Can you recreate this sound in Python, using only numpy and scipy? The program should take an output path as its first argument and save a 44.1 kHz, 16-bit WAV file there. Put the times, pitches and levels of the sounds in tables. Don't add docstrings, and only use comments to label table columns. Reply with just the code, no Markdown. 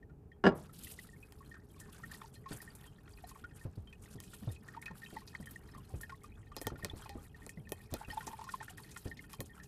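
import sys
import numpy as np
from scipy import signal
from scipy.io import wavfile

SR = 44100
rng = np.random.default_rng(int(sys.argv[2]) if len(sys.argv) > 2 else 0)


def transcribe(u):
    v = np.clip(np.atleast_2d(u).T, -1, 1)
    q = np.round(v * 32767).astype(np.int16)
    wavfile.write(sys.argv[1], SR, q)


N = 426447

# f/Hz, level per Hz/dB
ROOM_SPECTRUM = [(20, -26), (40, -7.5), (65, -3), (134, -1.5), (220, -6.5), (300, -13), (450, -21),
                 (520, -25.5), (800, -31), (1200, -32.5), (2000, -43)]
# t/s, level/dB
RUMBLE_LEVELS = [(0, -62.5), (3.2, -63), (3.69, -58.5), (5.01, -65), (6.6, -56.5), (6.97, -56),
                 (8.81, -65.5), (9.67, -64.5)]
# f/Hz, width/Hz, level/dB
KITCHEN_HUMS = [(416, 32, -70), (800, 94, -78.5)]
# t/s, level/dB, f/Hz,
# t60/s (at least 0.008 s is used)
DROP_TONES = [(0.026, -62.5, 1830, 0.011), (0.096, -61, 1435, .035), (.316, -59.5, 1870, 0.016),
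              (.325, -73, 3200, 0.098), (0.693, -52, 1300, 0.061), (0.868, -55.5, 1980, 0.026),
              (.988, -47, 1980, 0.033), (1.087, -63, 1900, .033), (1.129, -66, 1800, 0.035),
              (1.227, -55.5, 2578, 0.022), (1.404, -58.5, 1106, 0.11), (1.512, -57.5, 1830, 0.033),
              (1.54, -44, 1570, 0.17), (1.566, -57, 1280, 0.041), (1.762, -61, 1100, 0.06),
              (1.811, -64.5, 1772, 0.19), (1.886, -56.5, 1080, 0.048), (2.033, -49.5, 1315, .062),
              (2.035, -52.5, 1850, .03), (2.113, -50.5, 1724, .027), (2.143, -57.5, 1910, 0.026),
              (2.215, -42, 1180, 0.0072), (2.213, -53, 3500, .02), (2.238, -54.5, 920, .044),
              (2.354, -55, 4140, 0.022), (2.458, -45, 1076, 0.091), (2.515, -45.5, 1570, 0.022),
              (2.602, -56, 1860, 0.018), (2.675, -53, 1810, 0.015), (2.703, -54.5, 4660, .02),
              (2.839, -60, 1830, 0.018), (2.875, -60.5, 3150, .03), (3.077, -47.5, 1460, 0.028),
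              (3.136, -57, 4740, 0.024), (3.174, -55, 2530, 0.0072), (3.238, -46, 720, 0.056),
              (3.243, -56, 4030, .02), (3.311, -51.5, 1050, 0.019), (3.355, -49.5, 1120, 0.052),
              (3.439, -44, 1450, 0.083), (3.509, -53, 1610, 0.11), (3.61, -63.5, 1786, 0.035),
              (3.872, -54, 3110, 0.037), (3.927, -46, 2560, 0.011), (4.057, -58, 2000, 0.011),
              (4.333, -47, 1480, 0.011), (4.489, -53, 3600, 0.037), (4.561, -53, 2600, 0.028),
              (4.684, -46, 1645, 0.045), (4.737, -48, 1646, .054), (4.746, -48, 1230, 0.033),
              (4.764, -44.5, 930, 0.091), (4.824, -47, 2190, 0.018), (4.825, -43.5, 1610, 0.064),
              (4.86, -38.5, 2540, 0.0075), (4.879, -44.5, 1627, .12), (4.908, -45, 930, 0.015),
              (5.018, -47, 1660, 0.024), (5.031, -50.5, 1830, 0.012), (5.048, -51, 3800, 0.017),
              (5.06, -49, 2640, 0.054), (5.061, -51, 3070, 0.088), (5.106, -49, 1530, 0.038),
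              (5.163, -38, 876, 0.02), (5.166, -50.5, 1940, 0.033), (5.216, -56.5, 1060, .033),
              (5.329, -55, 1610, 0.018), (5.349, -39.5, 2000, 0.0084), (5.361, -51, 4400, .015),
              (5.424, -60.5, 1930, .03), (5.457, -58, 3096, 0.076), (5.47, -46.5, 1670, .061),
              (5.557, -55, 1880, 0.028), (5.686, -63, 3930, .02), (5.691, -53, 1600, .03),
              (5.719, -63, 5200, 0.034), (5.747, -47.5, 1170, 0.065), (5.777, -55, 1050, 0.047),
              (5.9, -54.5, 770, 0.11), (6.006, -46, 1490, .031), (6.032, -41.5, 1680, 0.064),
              (6.094, -36.5, 1534, 0.073), (6.118, -48, 1080, 0.093), (6.24, -47.5, 1187, 0.056),
              (6.516, -47.5, 1175, .052), (6.582, -47, 5000, 0.05), (6.644, -58, 1840, 0.022),
              (6.701, -44, 1310, 0.016), (6.756, -45.5, 1475, 0.038), (6.794, -52, 1150, 0.019),
              (6.824, -51, 1830, 0.021), (6.897, -43.5, 3440, 0.037), (6.91, -46, 800, 0.011),
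              (6.993, -52, 870, .012), (7.025, -53, 3190, .02), (7.058, -40, 900, 0.0074),
              (7.096, -50, 800, .25), (7.179, -55, 1210, 0.076), (7.26, -66, 1700, 0.026),
              (7.343, -58, 1830, 0.024), (7.417, -59, 1830, .012), (7.572, -59, 2010, 0.037),
              (7.67, -57.5, 1760, .04), (7.963, -46, 1340, .012), (8.01, -49, 830, .028),
              (8.029, -55, 850, 0.042), (8.047, -47.5, 2680, 0.04), (8.101, -50.5, 1856, 0.039),
              (8.1, -42, 3030, 0.022), (8.112, -42, 4360, .015), (8.121, -46, 5140, .015),
              (8.125, -48, 845, 0.088), (8.17, -39.5, 870, 0.038), (8.177, -47.5, 3540, .02),
              (8.206, -36, 1514, .04), (8.221, -58, 1033, .14), (8.274, -35, 900, 0.0092),
              (8.303, -48.5, 930, 0.13), (8.329, -42, 893, 0.024), (8.388, -43.5, 893, 0.026),
              (8.411, -38.5, 950, 0.06), (8.44, -46, 1060, 0.019), (8.466, -50.5, 1054, 0.066),
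              (8.489, -35, 1535, 0.028), (8.537, -37, 1007, 0.024), (8.602, -45, 1680, .049),
              (8.608, -38, 870, 0.016), (8.68, -40.5, 1560, 0.017), (8.694, -50, 2900, .02),
              (8.703, -50.5, 735, 0.056), (8.78, -42, 1670, 0.048), (8.795, -51, 976, 0.043),
              (8.834, -50, 4400, 0.023), (8.84, -68.5, 1800, .05), (8.962, -36.5, 1506, 0.034),
              (9.067, -54, 1680, .03), (9.113, -44, 1830, 0.007), (9.191, -47, 2095, 0.029),
              (9.238, -48, 1440, 0.025), (9.335, -47.5, 1110, 0.033), (9.337, -46, 3140, 0.012),
              (9.494, -61.5, 1830, 0.033), (9.576, -57, 1326, .12), (9.598, -48, 1690, 0.12)]
# f/Hz, level relative to JAR_AIR_DB/dB, t60/s
JAR_RESONANCES = [(887.4, -4.5, 0.047), (1050, -5.5, 0.04), (1427, -10, 0.047), (1830, 3, 0.045),
                  (2530, -6.5, 0.071), (3140, -13.5, 0.093), (4230, -16, 0.1), (4540, -25, 0.047)]
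# t/s, blow level/dB, low-pass f/Hz
KNOCK_CONTACTS = [(0.439, -21.5, 1800), (0.4446, -27, 2070), (0.454, -22, 2540), (.4650, -18.5, 3470),
                  (0.469, -17, 1800), (0.475, -19.5, 1160), (.4880, -28, 2260), (0.52, -41, 1210)]
# f/Hz, middle level relative to the blow/dB, t60/s
BODY_MODES = [(99, -26, 0.12), (151.3, -20.5, 0.53), (181.4, -4.5, 0.077), (235, -7.5, 0.14),
              (395.3, 1.5, 0.071), (515, -2.5, 0.02), (582, -1.5, 0.07), (605, 2, 0.031),
              (771, -6.5, 0.038), (930, -12.5, .07), (1115, -9.5, 0.092), (1383, -7.5, 0.056),
              (1680, -1.5, 0.021), (1980, -15, 0.0097), (2247, -36, 0.026), (2850, -11, 0.056),
              (3060, -8.5, 0.0091), (3600, -34, 0.042), (4950, -15, 0.058), (6150, -29, 0.038),
              (7900, -22.5, 0.04)]
# start t/s, length/s, dry hiss level/dB, wet scuff level/dB
RUB_STROKES = [(0.546, 0.12, -66.5, -69.5), (0.722, 0.36, -61.5, -74.5), (0.804, 0.11, -56.5, -76),
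               (1.115, .42, -73.5, -77), (1.698, 0.083, -74, -82), (1.784, 0.12, -71.5, -70),
               (1.914, .36, -64.5, -67), (2.098, 0.044, -54, -63), (2.328, 0.027, -61.5, -81),
               (2.476, .1, -56.5, -59), (2.606, 0.12, -67.5, -66), (2.742, 0.13, -67.5, -66),
               (2.908, .2, -82, -79), (3.077, 0.19, -71, -75.5), (3.262, 0.026, -54, -63),
               (3.335, .06, -64.5, -65), (3.545, 0.1, -65, -69), (3.734, 0.056, -73.5, -94),
               (3.874, 0.057, -74, -79), (4.012, 0.13, -63.5, -70), (4.21, .35, -67, -77),
               (4.326, 0.02, -54.5, -65), (4.509, 0.016, -56, -77), (4.62, 0.15, -75, -68),
               (4.825, 0.091, -76, -66), (4.942, 0.27, -64, -70), (5.264, 0.019, -55, -69),
               (5.331, 0.021, -65.5, -61.5), (5.395, 0.014, -60.5, -72), (5.47, 0.093, -69, -69.5),
               (5.534, 0.46, -72.5, -73), (5.895, 0.28, -71.5, -87), (6.228, 0.038, -73, -74),
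               (6.36, 0.034, -78, -68), (6.547, 0.14, -67, -64), (6.773, 0.12, -68, -63),
               (6.946, 0.1, -63.5, -64.5), (7.046, 0.22, -72.5, -74), (7.195, 0.057, -67, -84),
               (7.354, 0.13, -67, -70), (7.68, 0.012, -70, -83), (7.758, 0.1, -70.5, -72),
               (7.895, 0.14, -64.5, -62), (8.068, 0.22, -59.5, -62), (8.293, 0.13, -64.5, -68),
               (8.469, 0.092, -59.5, -67), (8.617, 0.016, -53.5, -56), (8.682, 0.025, -55, -65),
               (8.763, 0.044, -62, -67), (8.81, 0.22, -65, -72.5), (9.041, 0.034, -56, -67),
               (9.198, 0.043, -65, -74), (9.286, 0.059, -61.5, -67.5), (9.449, 0.02, -63, -81),
               (9.53, 0.063, -70.5, -68), (9.617, 0.026, -68, -78)]
# f/Hz, level per Hz/dB
DRY_SPECTRUM = [(900, -60), (2500, -7), (4800, -9), (6200, -13), (8500, -10), (11500, -2.5), (13500, -11),
                (16500, -44)]
WET_SPECTRUM = [(300, -4), (800, 13.5), (1800, 17.5), (3000, -35.5), (5000, 2), (6500, -26), (10000, -32)]
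TICK_COLOURS = [4780, 7560, 8400, 10000, 11200]
# t/s, drops per s
DROP_FLOW = [(.5, -8), (1.5, 16), (3, 38.5), (3.9, 6), (4.6, 48), (6.4, 39.5), (7.7, 42), (8.2, 85),
             (8.9, 73.5), (9.67, 35)]
# t/s, level/dB, slap level relative to that/dB,
# hiss level relative to that before it is halved/dB, hiss centre f/Hz
RIM_SNAPS = [(1.323, -44.5, -32, -17, 8900), (1.8011, -51, -24, 6.5, 8700), (2.355, -59.5, -25, -2.5, 4500),
             (2.617, -46.5, -7, 3.5, 10700), (2.7511, -54, -1, 6.5, 9700), (4.2026, -35, -22, -17, 7200),
             (4.2376, -48, -22, -2, 8110), (4.679, -58, 0, 4.5, 6900), (4.816, -57, -9, 9, 9200),
             (4.858, -42, -28, -11, 4640), (5.4582, -47, -10, -2.5, 9800), (5.509, -54.5, -14, 10, 12400),
             (6.0113, -53, 4, 12.5, 10500), (6.235, -55.5, -14, 2, 8500), (6.5657, -32.5, -1.5, -10, 5040),
             (6.6147, -33.5, -3, -5.5, 10900), (6.669, -23, -5, -17.5, 5730),
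             (6.847, -24.5, -10, -17, 4030), (7.0936, -38.5, -10, -10, 4100),
             (7.4647, -37, -5.5, -22, 10800), (7.4932, -39, -20, -7, 8350), (7.6923, -42, -26, -9, 11800),
             (7.7204, -26, -8.5, -16.5, 10900), (7.9215, -56, -8, 1, 4250),
             (7.9395, -25.5, -5.5, -17, 4100), (8.268, -47, 6.5, 9, 6760), (8.441, -46, -25, -3, 5400),
             (8.7748, -49, -21, -0.5, 10000), (8.9137, -51.5, -25, 4.5, 6560), (8.9732, -46, -31, 2, 7600),
             (9.171, -57, -14, 6, 4160), (9.332, -37.5, -22, -11, 4870), (9.4048, -30, -5, -10, 10900),
             (9.6337, -56, -23, 5, 6400)]
# t/s, level/dB, base f/Hz (see BUMP_END), tap level relative to the thud/dB
HAND_BUMPS = [(2.508, -40.5, 130, -.5), (2.535, -44, 128, -6), (3.65, -35, 103.3, -7.5),
              (3.773, -35, 96, -13), (4.152, -43, 117, -6.5), (4.421, -41, 183, -5.5),
              (4.471, -29.5, 109.6, -10), (4.903, -43, 167, -7), (5.124, -52.5, 103, 8),
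              (5.398, -41.5, 170, -5), (5.76, -50, 123, 0), (5.936, -34.5, 70.4, -7.5),
              (6.657, -38.5, 105, -11), (6.716, -44.5, 166, 5), (6.832, -41, 92, -0.5),
              (6.932, -45, 88, 1.5), (7.149, -41.5, 85, 0), (7.571, -40.5, 152.6, -8.5),
              (7.702, -49, 166, -1.5), (7.921, -39, 75, -1.5), (8.078, -45.5, 55.3, 2),
              (8.272, -51.5, 244, 5), (9.054, -38.5, 94, 0.5), (9.392, -42.5, 109, 0.5)]

ROOM_DB, ROOM_PATCHY_DB = -58, 1.5
AIR_HISS_DB, AIR_HISS_HZ = -88.5, 9200
TONE_SWELL_S = 0.0024
TONE_RISE = 0.046
TONE_ROUGH, ROUGH_HZ = 0.23, 130
TICK_OF_DROP_DB, TICK_OF_DROP_S = -11.5, 0.0017
SPRAY_DB, SPRAY_S, SPRAY_HZ = -4.5, 0.0036, 4550
JAR_AIR_DB, JAR_WAVER_DB = -29.5, 2.5
ECHO_DB, ECHO_T60_S, ECHO_HZ = -2.5, 0.32, 655
GRIT_DB, GRIT_S, GRIT_HZ = -4.5, 0.0086, 1800
STROKE_ATTACK_S, STROKE_RELEASE_S = 0.017, 0.02
TOUCH_S, TOUCH_DB = 0.545, -80
RUB_PATCHY_DB, RUB_TOP_HZ = 3, 13650
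TICKS_PER_S, TICK_DB, TICK_S = 90, 7, 0.005
TRICKLE_DB, TRICKLE_SPREAD_DB, TRICKLE_T60_S = -61.5, 1.5, 0.026
FIZZ_DB, FIZZ_SPREAD_DB, FIZZ_PER_DROP = -65, 3.5, 1.5
FIZZ_LOW_HZ, FIZZ_RANGE = 2600, 2.6
FIZZ_CYCLES = 49
CRACK_S, CRACK_HZ = 0.0006, 6850
SNAP_HISS_T60_S = 0.082
SLAP_HZ, SLAP_T60_S = 388, 0.046
BUMP_T60_S, BUMP_TAP_HZ = 0.21, 304
BUMP_END, BUMP_SAG, BUMP_SAG_S = 0.567, 0.76, 0.0355
CUTOFF_HZ = 16500


def from_db(db):
    return 10 ** (np.asarray(db) / 20)


def fade(t, t60):
    return from_db(-60 * t / t60)


def rms_one(x):
    return x / np.sqrt(np.mean(x ** 2) + 1e-20)


def add(out, s, sound):
    i = int(s * SR)
    out[i:i + len(sound)] += sound[:N - i]


def drift(rate):
    r = np.exp(-80 * np.pi * rate / SR)
    slow = signal.lfilter([1], [1, -2 * r, r * r], rng.standard_normal(N // 40 + 2002))[2000:]
    return np.interp(np.arange(N) / 40, np.arange(len(slow)), rms_one(slow))


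def ring(x, hz, t60):
    r = from_db(-60 / (t60 * SR))
    w = 2 * np.pi * hz / SR
    return signal.lfilter([0, np.sin(w)], [1, -2 * r * np.cos(w), r * r], x + 1e-18)


def low_pass(x, hz):
    return signal.lfilter(*signal.butter(2, min(hz, 20000), fs=SR), x)


def band_pass(x, hz, octaves):
    low, high = hz * 2 ** (-octaves / 2), min(hz * 2 ** (octaves / 2), 19000)
    return signal.lfilter(*signal.butter(1, [low, high], "band", fs=SR), x)


def coloured(spectrum, patchy_db, rate):
    hz, level_db = np.transpose(spectrum)
    out, together, white = 0, drift(rate), rng.standard_normal((2, N))
    edges = hz[0] * 2 ** np.arange(0, np.log2(min(hz[-1], 16000) / hz[0]) + .5, .5)
    for k, (low, high) in enumerate(zip(edges, edges[1:])):
        sos = signal.butter(2, [low, min(high, 20000)], "band", fs=SR, output="sos")
        noise = signal.sosfilt(sos, white[k % 2])
        band_db = np.interp(np.log(low * high) / 2, np.log(hz), level_db)
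        flicker = together + drift(rate) + drift(rate / 5)
        out = out + noise * from_db(band_db + patchy_db * flicker)
    return rms_one(out)


def kitchen():
    out = from_db(ROOM_DB) * coloured(ROOM_SPECTRUM, ROOM_PATCHY_DB, rate=8.7)
    s, db = np.transpose(RUMBLE_LEVELS)
    rumble = signal.lfilter(*signal.butter(2, [35, 90], "band", fs=SR), rng.standard_normal(N))
    out += from_db(np.interp(np.arange(N) / SR, s, db)) * rms_one(rumble)
    hiss = band_pass(rng.standard_normal(N), AIR_HISS_HZ, octaves=3.1)
    out += from_db(AIR_HISS_DB) * rms_one(band_pass(hiss, AIR_HISS_HZ, octaves=3.1))
    for hz, width, level_db in KITCHEN_HUMS:
        t60 = np.log(1000) / (np.pi * width)
        out += from_db(level_db) * rms_one(ring(rng.standard_normal(N), hz, t60))
    return out


def drop_tone(level_db, hz, t60, noise):
    t = np.arange(len(noise)) / SR
    swell = np.sin(np.pi / 2 * np.minimum(t / TONE_SWELL_S, 1)) ** 2
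    shape = swell * fade(np.maximum(t - TONE_SWELL_S, 0), t60)
    shape = shape * (1 + TONE_ROUGH * rms_one(low_pass(noise[::-1], ROUGH_HZ)))
    tone = np.sin(2 * np.pi * hz * (t + TONE_RISE * t ** 2 / (2 * t60)))
    tick = low_pass(low_pass(noise, 3.3 * hz), 3.3 * hz)
    tick = tick * (t / TICK_OF_DROP_S) * np.exp(-t / TICK_OF_DROP_S)
    spray = low_pass(band_pass(noise, SPRAY_HZ / 2, octaves=11.6), SPRAY_HZ)
    spray = spray * (t / SPRAY_S) * np.exp(-t / SPRAY_S)
    return from_db(level_db) * (shape * tone + from_db(TICK_OF_DROP_DB) * tick + from_db(SPRAY_DB) * spray)


def drips():
    out = np.zeros(N)
    for s, db, hz, t60 in DROP_TONES:
        add(out, s, drop_tone(db, hz, max(t60, .008), rng.standard_normal(SR // 6)))
    return out


def jar(x):
    out = np.zeros(N)
    for k, (hz, db, t60) in enumerate(JAR_RESONANCES):
        gain = from_db(JAR_AIR_DB + db + JAR_WAVER_DB * drift(77))
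        out += (-1) ** k * gain * ring(x, hz, t60)
    return out


def knock():
    out, length = np.zeros(N), SR // 2
    t = np.arange(length) / SR
    for s, db, contact_hz in KNOCK_CONTACTS:
        click = low_pass(t == 0, contact_hz) * from_db(db)
        chance_db = rng.normal(0, 2, len(BODY_MODES))
        sound = np.zeros(length)
        for k, (hz, mode_db, t60) in enumerate(BODY_MODES):
            sound += (-1) ** k * from_db(mode_db + chance_db[k]) * ring(click, hz, t60)
        echo = low_pass(low_pass(rng.standard_normal(length), ECHO_HZ), 2.5 * ECHO_HZ)
        echo = echo * fade(t, ECHO_T60_S) * np.minimum(t / 0.013, 1)
        grit = low_pass(low_pass(rng.standard_normal(length), GRIT_HZ), 4.8 * GRIT_HZ)
        grit = grit * np.exp(-t / GRIT_S)
        add(out, s, sound + from_db(db + ECHO_DB) * echo + from_db(db + GRIT_DB) * grit)
    return signal.lfilter(*signal.butter(2, 60, "high", fs=SR), out)


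def strokes(column):
    t = np.arange(N) / SR
    power = from_db(2 * TOUCH_DB) * (t > TOUCH_S)
    for s, length, *db in RUB_STROKES:
        u = np.arange(int((length + 8 * STROKE_RELEASE_S) * SR)) / SR
        rise = np.minimum(u / STROKE_ATTACK_S, 1)
        shape = rise * np.exp(-np.maximum(u - length, 0) / STROKE_RELEASE_S)
        add(power, s, (from_db(db[column]) * shape) ** 2)
    return np.sqrt(power)


def rubbing():
    tick_db = TICK_DB + 2.26 * np.minimum(rng.exponential(1, N), 4)
    ticks = (rng.random(N) < TICKS_PER_S / SR) * from_db(tick_db)
    colour = rng.integers(0, len(TICK_COLOURS), N)
    hiss = coloured(DRY_SPECTRUM, RUB_PATCHY_DB, rate=70)
    for k, hz in enumerate(TICK_COLOURS):
        puffs = signal.lfilter([1], [1, -np.exp(-1 / (TICK_S * SR))], ticks * (colour == k) + 1e-18)
        tick_noise = band_pass(puffs * rng.standard_normal(N), hz, octaves=.8)
        hiss += band_pass(tick_noise, hz, octaves=.8)
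    hiss = low_pass(low_pass(hiss, RUB_TOP_HZ), RUB_TOP_HZ)
    scuff = coloured(WET_SPECTRUM, RUB_PATCHY_DB, rate=110)
    return strokes(0) * hiss + strokes(1) * scuff


def flow(candidates, per_drop):
    s, per_s = np.transpose(DROP_FLOW)
    for when, size, pitch, keep in rng.random((candidates, 4)) * [N / SR, 1, 1, candidates * SR / N]:
        if keep < per_drop * np.interp(when, s, per_s):
            yield when, size, pitch


def trickle():
    out, t = np.zeros(N), np.arange(SR // 20) / SR
    for when, size, pitch in flow(1000, per_drop=1):
        db = TRICKLE_DB - TRICKLE_SPREAD_DB * np.log(size + .05)
        hz = 1500 * 3.6 ** pitch
        noise = band_pass(rng.standard_normal(len(t)), hz, octaves=.15)
        splat = rms_one(band_pass(noise, hz, octaves=.3))
        add(out, when, from_db(db) * fade(t, TRICKLE_T60_S) * np.minimum(t / 0.0062, 1) * splat)
    return out


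def fizz():
    out, t = np.zeros(N), np.arange(SR // 25) / SR
    for when, size, pitch in flow(1500, FIZZ_PER_DROP):
        hz = FIZZ_LOW_HZ * FIZZ_RANGE ** (pitch ** 2)
        db = FIZZ_DB - FIZZ_SPREAD_DB * np.log(size + .02)
        shape = np.minimum(t / TONE_SWELL_S, 1) * fade(t, FIZZ_CYCLES / hz)
        add(out, when, from_db(db) * shape * np.sin(2 * np.pi * hz * t))
    return out


def snaps():
    out, t = np.zeros(N), np.arange(SR // 8) / SR
    for s, db, slap_db, hiss_db, hz in RIM_SNAPS:
        white = rng.standard_normal((3, len(t)))
        burst = np.sign(white[0]) * np.exp(-t / CRACK_S)
        crack = low_pass(band_pass(burst, CRACK_HZ, octaves=7.5), 15400)
        hiss = band_pass(band_pass(white[1], hz, octaves=0.56), hz, octaves=12.0)
        hiss = rms_one(low_pass(hiss, 19000)) * from_db(hiss_db) * fade(t, SNAP_HISS_T60_S)
        slap = rms_one(low_pass(band_pass(white[2], SLAP_HZ, octaves=0.7), 650))
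        slap = slap * from_db(slap_db) * fade(t, SLAP_T60_S)
        add(out, s, from_db(db) * (crack + hiss / 2 + slap))
    return out


def bumps():
    out, t = np.zeros(N), np.arange(SR // 3) / SR
    cycles = BUMP_END * t + BUMP_SAG * BUMP_SAG_S * (1 - np.exp(-t / BUMP_SAG_S))
    for s, db, hz, tap_db in HAND_BUMPS:
        thud = np.sin(2 * np.pi * hz * cycles) * fade(t, BUMP_T60_S)
        tap = rms_one(low_pass(rng.standard_normal(len(t)), BUMP_TAP_HZ)) * np.exp(-t / 0.024)
        add(out, s, from_db(db) * np.minimum(t / 0.0048, 1) * (thud + from_db(tap_db) * tap))
    return out


def scene():
    inside = drips() + trickle() + fizz() + snaps()
    around = kitchen() + knock() + rubbing() + bumps()
    return (inside + jar(inside) + around)[None]


def record(dry):
    return signal.sosfilt(signal.cheby2(12, 70, CUTOFF_HZ, fs=SR, output="sos"), dry)


dry = scene()
out = record(dry)
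transcribe(out)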